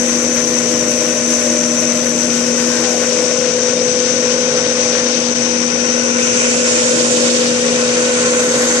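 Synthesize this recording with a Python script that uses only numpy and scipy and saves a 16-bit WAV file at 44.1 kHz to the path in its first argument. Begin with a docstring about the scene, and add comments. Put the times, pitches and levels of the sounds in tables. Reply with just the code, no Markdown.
"""A whistling hiss and a steady hum come first: a blown-film extruder running in a large hall,
heard from a pair of microphones carried round it. Motor and blower hum, air rumbles in the hoses
and hisses from the slit of the cooling ring, and the speed drive whines near 8 kHz.
A faint falling squeal passes once, near three seconds. The right microphone is screened
from the hiss until the listener turns, about six seconds in."""
import sys
import numpy as np
from scipy import signal
from scipy.fft import rfft, irfft, next_fast_len
from scipy.io import wavfile
from scipy.ndimage import uniform_filter1d, minimum_filter1d, map_coordinates

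SR = 44100
rng = np.random.default_rng(int(sys.argv[2]) if len(sys.argv) > 2 else 0)


def store_pcm(level_fs):
    """Save levels as 16-bit WAV."""
    pcm = np.round(np.clip(level_fs, -1, 1) * 32767).astype(np.int16)
    wavfile.write(sys.argv[1], SR, np.atleast_2d(pcm).T)


N = 388080

# Levels in the tables are relative: each source adds its own gain. Balance is left over right.
# Whistling hiss of the slit. Each row: time in seconds, core level in dB, skirt level in dB.
SLIT_LEVELS = [(0.0, -15.5, -26), (1.8, -15.5, -24.5), (2.05, -15.5, -27), (2.45, -18, -21.5),
               (6.3, -16, -23), (6.7, -22, -19), (7.1, -23, -26), (7.5, -21, -29), (8.2, -20.0, -30),
               (8.8, -19, -26.0)]
# Colour of its core and of its wider skirt. Each row: frequency in Hz, level in dB.
SLIT_CORE_COLOUR = [(5400, -26), (5700, 3.5), (5830, 5.5), (6270, 8.5), (6420, -4), (6700, -29)]
SLIT_SKIRT_COLOUR = [(4400, -35), (4900, -6.5), (5300, -5), (5480, 4), (5750, -2), (6300, -20), (6500, 4.5),
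                     (6750, -5), (7000, -14), (7800, -39)]
# The hiss moves with the listening angle. Each row: time in seconds, nominal centre in Hz.
SLIT_NOMINAL_CENTRE = [(0.0, 6124), (0.54, 6010), (5.37, 6036), (5.83, 5940), (7.01, 6275), (7.65, 6013),
                       (8.8, 6422)]
# Screening of the right microphone; each hiss takes a share. Each row: time in seconds, loss in dB.
RIGHT_SHADE = [(0.0, 14), (0.6, 16), (1.55, 10.5), (2.05, 15.0), (3.25, 16), (3.4, 18.5), (4.7, 16),
               (5.8, 17.5), (6.55, 4.0), (7.3, 2.5), (7.65, 10.5), (8.8, 5)]
# Fine spray of air and its narrowly beamed top. Each row: time in seconds, level in dB.
SPRAY_LEVEL = [(0, -36), (1.6, -37), (3.2, -36.5), (4.1, -39.5), (5.2, -40), (5.95, -41), (6.4, -37.6),
               (7.1, -37.5), (8.4, -36.5)]
SIZZLE_LEVEL = [(0, -37.5), (2.3, -38.5), (3.1, -42.6), (3.6, -65), (5.4, -71), (7.3, -57), (8.1, -68),
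                (8.45, -37), (8.8, -39.8)]
# Their colours. Each row: frequency in Hz, level in dB.
SPRAY_SPECTRUM = [(3500, -20.5), (5200, -28), (6200, 0), (7300, 3.5), (7700, 1.5), (8400, -4.5),
                  (9200, -10.5), (10000, -15.5), (11500, -28), (13000, -75), (14400, -57)]
SIZZLE_SPECTRUM = [(8000, -2), (9500, -3.5), (10800, 2.5), (11600, -4), (12500, -6.5), (14400, -10)]

# Motor hum, walking through its standing waves. Each row: time in seconds, level in dB.
MOTOR_LEVEL = [(0.0, -21.0), (1.1, -23), (1.3, -21), (2.45, -20.5), (2.85, -21), (3.35, -27.5), (4.2, -24),
               (4.8, -25), (5.65, -20), (5.9, -22.5), (6.1, -20), (6.35, -22.5), (7.4, -20), (7.9, -21),
               (8.2, -23), (8.8, -23.0)]
# Blade tone of the blower. Each row: time in seconds, level in dB, balance in dB.
BLADE_LEVEL_PAN = [(0.0, -27.5, 5.0), (0.65, -25.0, 6.0), (1.6, -27, 9.5), (2.3, -27, 10), (3.0, -22.5, 8),
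                   (3.65, -21.0, 5.5), (4.7, -22, 2), (4.95, -24.5, 0.5), (5.65, -26.0, 8),
                   (7.1, -20.5, 5.5), (7.35, -22.0, 5.5), (8.4, -20, -0.5), (8.8, -21.5, 2)]
# Higher hum of the windings. Each row: time in seconds, level in dB.
WINDING_LEVEL = [(0, -29), (.6, -30.5), (1.1, -25), (1.9, -28), (2.3, -31), (3.3, -28.5), (3.7, -60),
                 (4.9, -32), (6.2, -48.5), (6.6, -34.5), (7.2, -26.5), (7.6, -47), (8.8, -33)]
# Weak tones of the gearbox. Each row: frequency in Hz, level in dB.
GEAR_TONES = [(193, -47), (254, -43), (269, -43), (289, -44), (349, -42), (544, -40), (819, -50),
              (890, -50), (965, -49), (1570, -51)]
# Resonances of blower casing and hoses, of the frame and of the guards.
# Each row: frequency in Hz, half-width in Hz, level in dB.
CASING_RESONANCES = [(432, 19.6, -1.5), (506.7, 15, -1.5), (538, 15, 3), (628, 53, -10.5)]
FRAME_RESONANCES = [(320.2, 8.4, -1.5), (329.5, 4, -7), (619.3, 13.6, -4.5)]
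GUARD_RESONANCES = [(816, 50, -2.5), (931, 31, 0), (1050, 20, 3.5)]
# Rumble of the hall. Each row: frequency in Hz, level in dB.
HALL_SPECTRUM = [(20, -40), (36, -33), (47, -16), (58, -16.5), (80, -8), (135, 0), (165, 1.5), (210, -1.5),
                 (270, 2.5), (380, 0), (470, 2.5), (570, -7), (690, -2.5), (780, -19.5), (1300, -20.5)]

# Cooling air: the broad rush, louder close up, the hollow duct, and the sweep up the film tube.
# Each row: time in seconds, level in dB.
RUSH_LEVEL = [(0.0, -24), (2.3, -25), (2.8, -24.0), (4.15, -25.5), (4.5, -23), (5.25, -23), (6.25, -22.5),
              (7.7, -23), (8.8, -19.5)]
DUCT_LEVEL = [(0, -37), (2.8, -32), (4.1, -34), (4.55, -29.5), (5.2, -36), (6.1, -27), (7.6, -33.5),
              (8.1, -25.5), (8.8, -27)]
SWEEP_LEVEL = [(0.0, -29.5), (2.25, -29.5), (2.65, -27.0), (5.2, -24), (5.85, -28), (6.3, -28.5),
               (7.5, -23), (7.7, -24.5), (8.8, -26.5)]
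# Colours of rush and sweep. Each row: frequency in Hz, level in dB.
RUSH_SPECTRUM = [(400, -13.5), (750, -2.5), (1000, -2.5), (1200, 0.5), (1800, 2.5), (2100, 2.5),
                 (2500, -3.5), (3300, -7.5), (4400, -8.5), (6500, -34), (12000, -54.5)]
SWEEP_SPECTRUM = [(2000, -14), (3100, 0), (3500, -3.5), (3770, -1), (4100, -2.5), (4400, -0.5), (4900, 1.5),
                  (5500, 2.5), (6500, -17), (8000, -28), (12000, -57)]
# Air ring cavity, heard from certain angles. Each row: time in seconds, level in dB, balance in dB.
CAVITY_LEVEL_PAN = [(0, -33, 10), (2.1, -33, 8), (2.9, -32.5, 6), (4.15, -32.5, 14), (4.8, -33, 16),
                    (5.9, -30.6, 7), (6.45, -24.4, 0), (7.0, -31.5, 0), (8.2, -27.5, -18), (8.55, -36, 1)]
# Resonances of duct and cavity. Each row: frequency in Hz, half-width in Hz, level in dB.
DUCT_RESONANCES = [(1358, 41, 0), (1494, 24, 6.5), (2070, 62, -5.5)]
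CAVITY_RESONANCES = [(2360, 150, -0.5), (2543, 37, 2.5), (2705, 85, -1), (2860, 200, -6), (3140, 120, -9)]

# Switching sidebands of the speed drive: their frequencies in Hz, then their levels in dB.
SIDEBAND_HZ = [7787.5, 7872.4, 7957.2, 8042.1, 8126.9, 8211.7, 8381, 8466]
SIDEBAND_DB = [-52, -40.5, -42, -45.5, -41.5, -52, -52, -57]
# Faint falling squeal. Each row: time in seconds, pitch in Hz, level in dB.
SQUEAL_GLIDE = [(2.62, 1150, -70), (2.7, 960, -40), (2.78, 900, -42), (2.83, 820, -38), (2.9, 742, -35),
                (2.96, 707, -30), (3.05, 700, -70)]
# Bearing of the machine. Each row: time in seconds, lag at the left microphone in milliseconds.
LEFT_LAG = [(0, 0.098), (1.2, 0.02), (2.6, -0.059), (3.6, 0.016), (4.4, 0.14), (5.2, 0.16), (6.2, 0.27),
            (8.8, 0.17)]


def from_db(db):
    """Decibels to gain."""
    return 10 ** (np.asarray(db) / 20)


def rms_one(x):
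    """Scale to unit power."""
    return x / np.sqrt(np.mean(np.abs(x) ** 2) + 1e-20)


def in_time(rows):
    """Each column of a curve at every sample."""
    seconds, *columns = np.transpose(rows)
    return [np.interp(np.arange(N) / SR, seconds, column) for column in columns]


def swing(rows):
    """How far a curve stands above its mean."""
    curve, = in_time(rows)
    return curve - np.mean(curve)


def bell(centre_s, width_s):
    """A smooth rise to 1 and fall back round one moment."""
    return np.exp(-np.minimum(((np.arange(N) / SR - centre_s) / width_s) ** 2, 20))


def drift(rate_hz):
    """Slow random wander with spread 1, drawn every hundredth sample and joined by straight lines."""
    pole = np.exp(-200 * np.pi * rate_hz / SR)
    white = rng.standard_normal(N // 100 + 2002)
    slow = rms_one(signal.lfilter([1], [1, -2 * pole, pole * pole], white)[2000:])
    ramp = np.arange(100) / 100
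    return (slow[:-1, None] + np.diff(slow)[:, None] * ramp).ravel()[:N]


def bins():
    """Frequencies in Hz on which noise is shaped."""
    return np.maximum(np.fft.rfftfreq(next_fast_len(N), 1 / SR), 1)


def slope(points):
    """Gain per frequency through (Hz, dB) points, closed above the last."""
    hz, db = np.transpose(points)
    return from_db(np.interp(np.log(bins()), np.log(hz), db, right=-120))


def resonances(modes):
    """Gain per frequency of steep-sided resonances."""
    return sum(from_db(db) / (1 + ((bins() - hz) / width) ** 2) for hz, width, db in modes)


def ripple(depth_db, spacing_hz):
    """Fine peaks and notches that nearby metal surfaces leave in a spectrum."""
    steps = rng.standard_normal(2000)
    return from_db(depth_db * np.interp(bins() / spacing_hz, np.arange(len(steps)), steps))


def noise(colour, alike):
    """Coloured noise at the two microphones; alike is their correlation."""
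    size = next_fast_len(N)
    mid, side = irfft(rfft(rng.standard_normal((2, size))) * colour, size)[:, :N]
    return rms_one(np.sqrt(1 + alike) * mid + np.sqrt(1 - alike) * side * [[1], [-1]])


def pan(balance_db):
    """Left and right gains of constant total power."""
    gains = from_db(np.array([[.5], [-.5]]) * balance_db)
    return gains / np.sqrt(np.mean(gains ** 2, axis=0))


def shaded(share, right_db):
    """Gains of the pair: the left microphone hears freely, the right loses a share of the shade."""
    shade_db, = in_time(RIGHT_SHADE)
    return np.array([np.ones(N), from_db(right_db - share * shade_db)])


def running_phase(hz):
    """Phase in radians of a changing frequency."""
    return 2 * np.pi * np.cumsum(hz) / SR


def hall_tone(hz, scatter, rate_hz):
    """A tone plus its hall reflections, which shift in strength and phase as the listener moves."""
    phase = 2 * np.pi * (np.arange(N) * hz / SR + rng.random())
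    in_phase = (1 + scatter * drift(rate_hz)) * np.sin(phase)
    quadrature = scatter * drift(rate_hz) * np.cos(phase)
    return rms_one(in_phase + quadrature)


def slit():
    """Air shears off the ring's lip in a narrow band whose centre and width shift with the angle."""
    core_db, skirt_db = in_time(SLIT_LEVELS)
    core = from_db(core_db - 0.05) * noise(slope(SLIT_CORE_COLOUR), alike=0.03)
    skirt = from_db(skirt_db + 0.3) * noise(slope(SLIT_SKIRT_COLOUR), alike=0)
    shift_hz = 0.8 * swing(SLIT_NOMINAL_CENTRE)
    shifted = np.real(signal.hilbert(core + skirt) * np.exp(1j * running_phase(shift_hz)))
    return shifted * shaded(share=1.27, right_db=0.5)


def spray():
    """The finest eddies hiss above the slit's whistle."""
    spray_db, = in_time(SPRAY_LEVEL)
    sizzle_db, = in_time(SIZZLE_LEVEL)
    flicker_db = 0.5 * drift(12)
    metal = ripple(depth_db=2.4, spacing_hz=70)
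    hiss = from_db(spray_db + 11.5 + flicker_db) * noise(slope(SPRAY_SPECTRUM) * metal, alike=0)
    sizzle = from_db(sizzle_db + 2.1 * drift(14)) * noise(slope(SIZZLE_SPECTRUM), alike=0)
    return hiss * shaded(share=0.79, right_db=10.5) + sizzle * pan(-15.5)


def hum():
    """Motor, blower blades, windings and gears send low tones through the hall, mostly to the left."""
    motor_db, = in_time(MOTOR_LEVEL)
    blade_db, blade_pan = in_time(BLADE_LEVEL_PAN)
    winding_db, = in_time(WINDING_LEVEL)
    motor = from_db(motor_db - 0.4) * hall_tone(hz=239.8, scatter=0.13, rate_hz=14)
    blades = from_db(blade_db + 2.22) * hall_tone(hz=495, scatter=0.012, rate_hz=4.5)
    windings = from_db(winding_db - 1.5) * hall_tone(hz=600, scatter=0.47, rate_hz=2.7)
    gears = sum(from_db(db) * hall_tone(hz, scatter=1, rate_hz=0.79) for hz, db in GEAR_TONES)
    return motor * pan(3.5) + blades * pan(blade_pan) + windings * pan(8.3) + gears * pan(5.1)


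def rumble():
    """Turbulence rings in blower casing and frame, over the low roar of the hall."""
    blade_db, blade_pan = in_time(BLADE_LEVEL_PAN)
    casing = from_db(blade_db - 2.5) * noise(resonances(CASING_RESONANCES), alike=1)
    frame_db = -31.5 + 0.27 * swing(WINDING_LEVEL)
    frame = from_db(frame_db) * noise(resonances(FRAME_RESONANCES), alike=0.97)
    hall = from_db(-29 + 0.5 * drift(3.3)) * noise(slope(HALL_SPECTRUM), alike=1)
    return casing * pan(blade_pan) + frame * pan(4.5) + hall * pan(3.1)


def guards():
    """Thin panels on the machine drone with the air that passes them."""
    level_db = -36.5 + 1.24 * swing(RUSH_LEVEL)
    return from_db(level_db) * noise(resonances(GUARD_RESONANCES), alike=0.67) * pan(3.5)


def cooling_air():
    """Air rushes through duct and ring and up the film; the higher it sounds, the more diffuse it is."""
    duct_db, = in_time(DUCT_LEVEL)
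    cavity_db, cavity_pan = in_time(CAVITY_LEVEL_PAN)
    sweep_db, = in_time(SWEEP_LEVEL)
    metal = ripple(depth_db=2, spacing_hz=30.53)
    rush_db = -25 + swing(RUSH_LEVEL) + 1.5 * drift(33)
    rush = from_db(rush_db) * noise(slope(RUSH_SPECTRUM) * metal, alike=0.43)
    duct = from_db(duct_db) * noise(resonances(DUCT_RESONANCES), alike=0.22)
    cavity = from_db(cavity_db) * noise(resonances(CAVITY_RESONANCES) * metal, alike=0.2)
    sweep = from_db(sweep_db + 3 + 1.54 * drift(33)) * noise(slope(SWEEP_SPECTRUM) * metal, alike=0.052)
    return ((rush + duct) * shaded(share=0.27, right_db=-3)
            + cavity * pan(cavity_pan)
            + sweep * shaded(share=0.97, right_db=2.2))


def speed_drive():
    """Switching tones sing in the motor; standing waves make each swell and fade at each microphone."""
    whine = np.zeros((2, N))
    for microphone in whine:
        for hz, db in zip(SIDEBAND_HZ, SIDEBAND_DB):
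            microphone += from_db(db + 1) * hall_tone(hz, scatter=1, rate_hz=2.5)
    return whine * shaded(share=0.34, right_db=6.5)


def squeal():
    """One thin tone glides down, roughened and blurred by the hall, under a short steady squeak."""
    hz, level_db = in_time(SQUEAL_GLIDE)
    blur = noise(resonances([(50, 53, 0)]), alike=0.72)
    glide = from_db(level_db + 4.5) * rms_one(blur + 0.88) * np.sqrt(2) * np.sin(running_phase(hz))
    squeak_gain = from_db(-35) * bell(centre_s=2.74, width_s=0.1)
    squeak = squeak_gain * hall_tone(hz=1580, scatter=0.4, rate_hz=8)
    return (glide + squeak) * pan(4)


def from_bearing(x):
    """The path to the left microphone changes as the listener turns."""
    lag_ms, = in_time(LEFT_LAG)
    left = map_coordinates(x[0], [np.arange(N) - lag_ms * SR / 1000], order=3, mode="nearest")
    return np.array([left, x[1]])


def limiter(x, ceiling=0.93, release_db_per_s=120):
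    """The gain ducks just ahead of the highest peaks and recovers quickly."""
    over_db = 20 * np.log10(np.maximum(np.abs(x).max(axis=0) / ceiling, 1))
    fall_db = release_db_per_s * np.arange(N) / SR
    held_db = np.maximum.accumulate(over_db + fall_db) - fall_db
    ahead_db = minimum_filter1d(-held_db, size=65)
    return x * from_db(uniform_filter1d(ahead_db, size=65))


def scene():
    """The machine on a walk round it; the air flow flutters as a whole, and the level dips once."""
    flutter = from_db(0.58 * drift(10))
    body = hum() + rumble() + flutter * (guards() + cooling_air()) + squeal()
    dip = from_db(-7.5 * bell(centre_s=5.342, width_s=0.0073))
    return dip * (from_bearing(body) + flutter * (slit() + spray()) + speed_drive())


def record(dry):
    """Behind the microphones the deepest bass is lost, peaks are limited and the top is cut steeply."""
    bass_cut = signal.butter(2, 34, "high", fs=SR, output="sos")
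    top_cut = signal.ellip(10, 0.1, 80, 14450, fs=SR, output="sos")
    return signal.sosfilt(top_cut, limiter(signal.sosfilt(bass_cut, dry)))


dry = scene()
out = record(dry)
store_pcm(out)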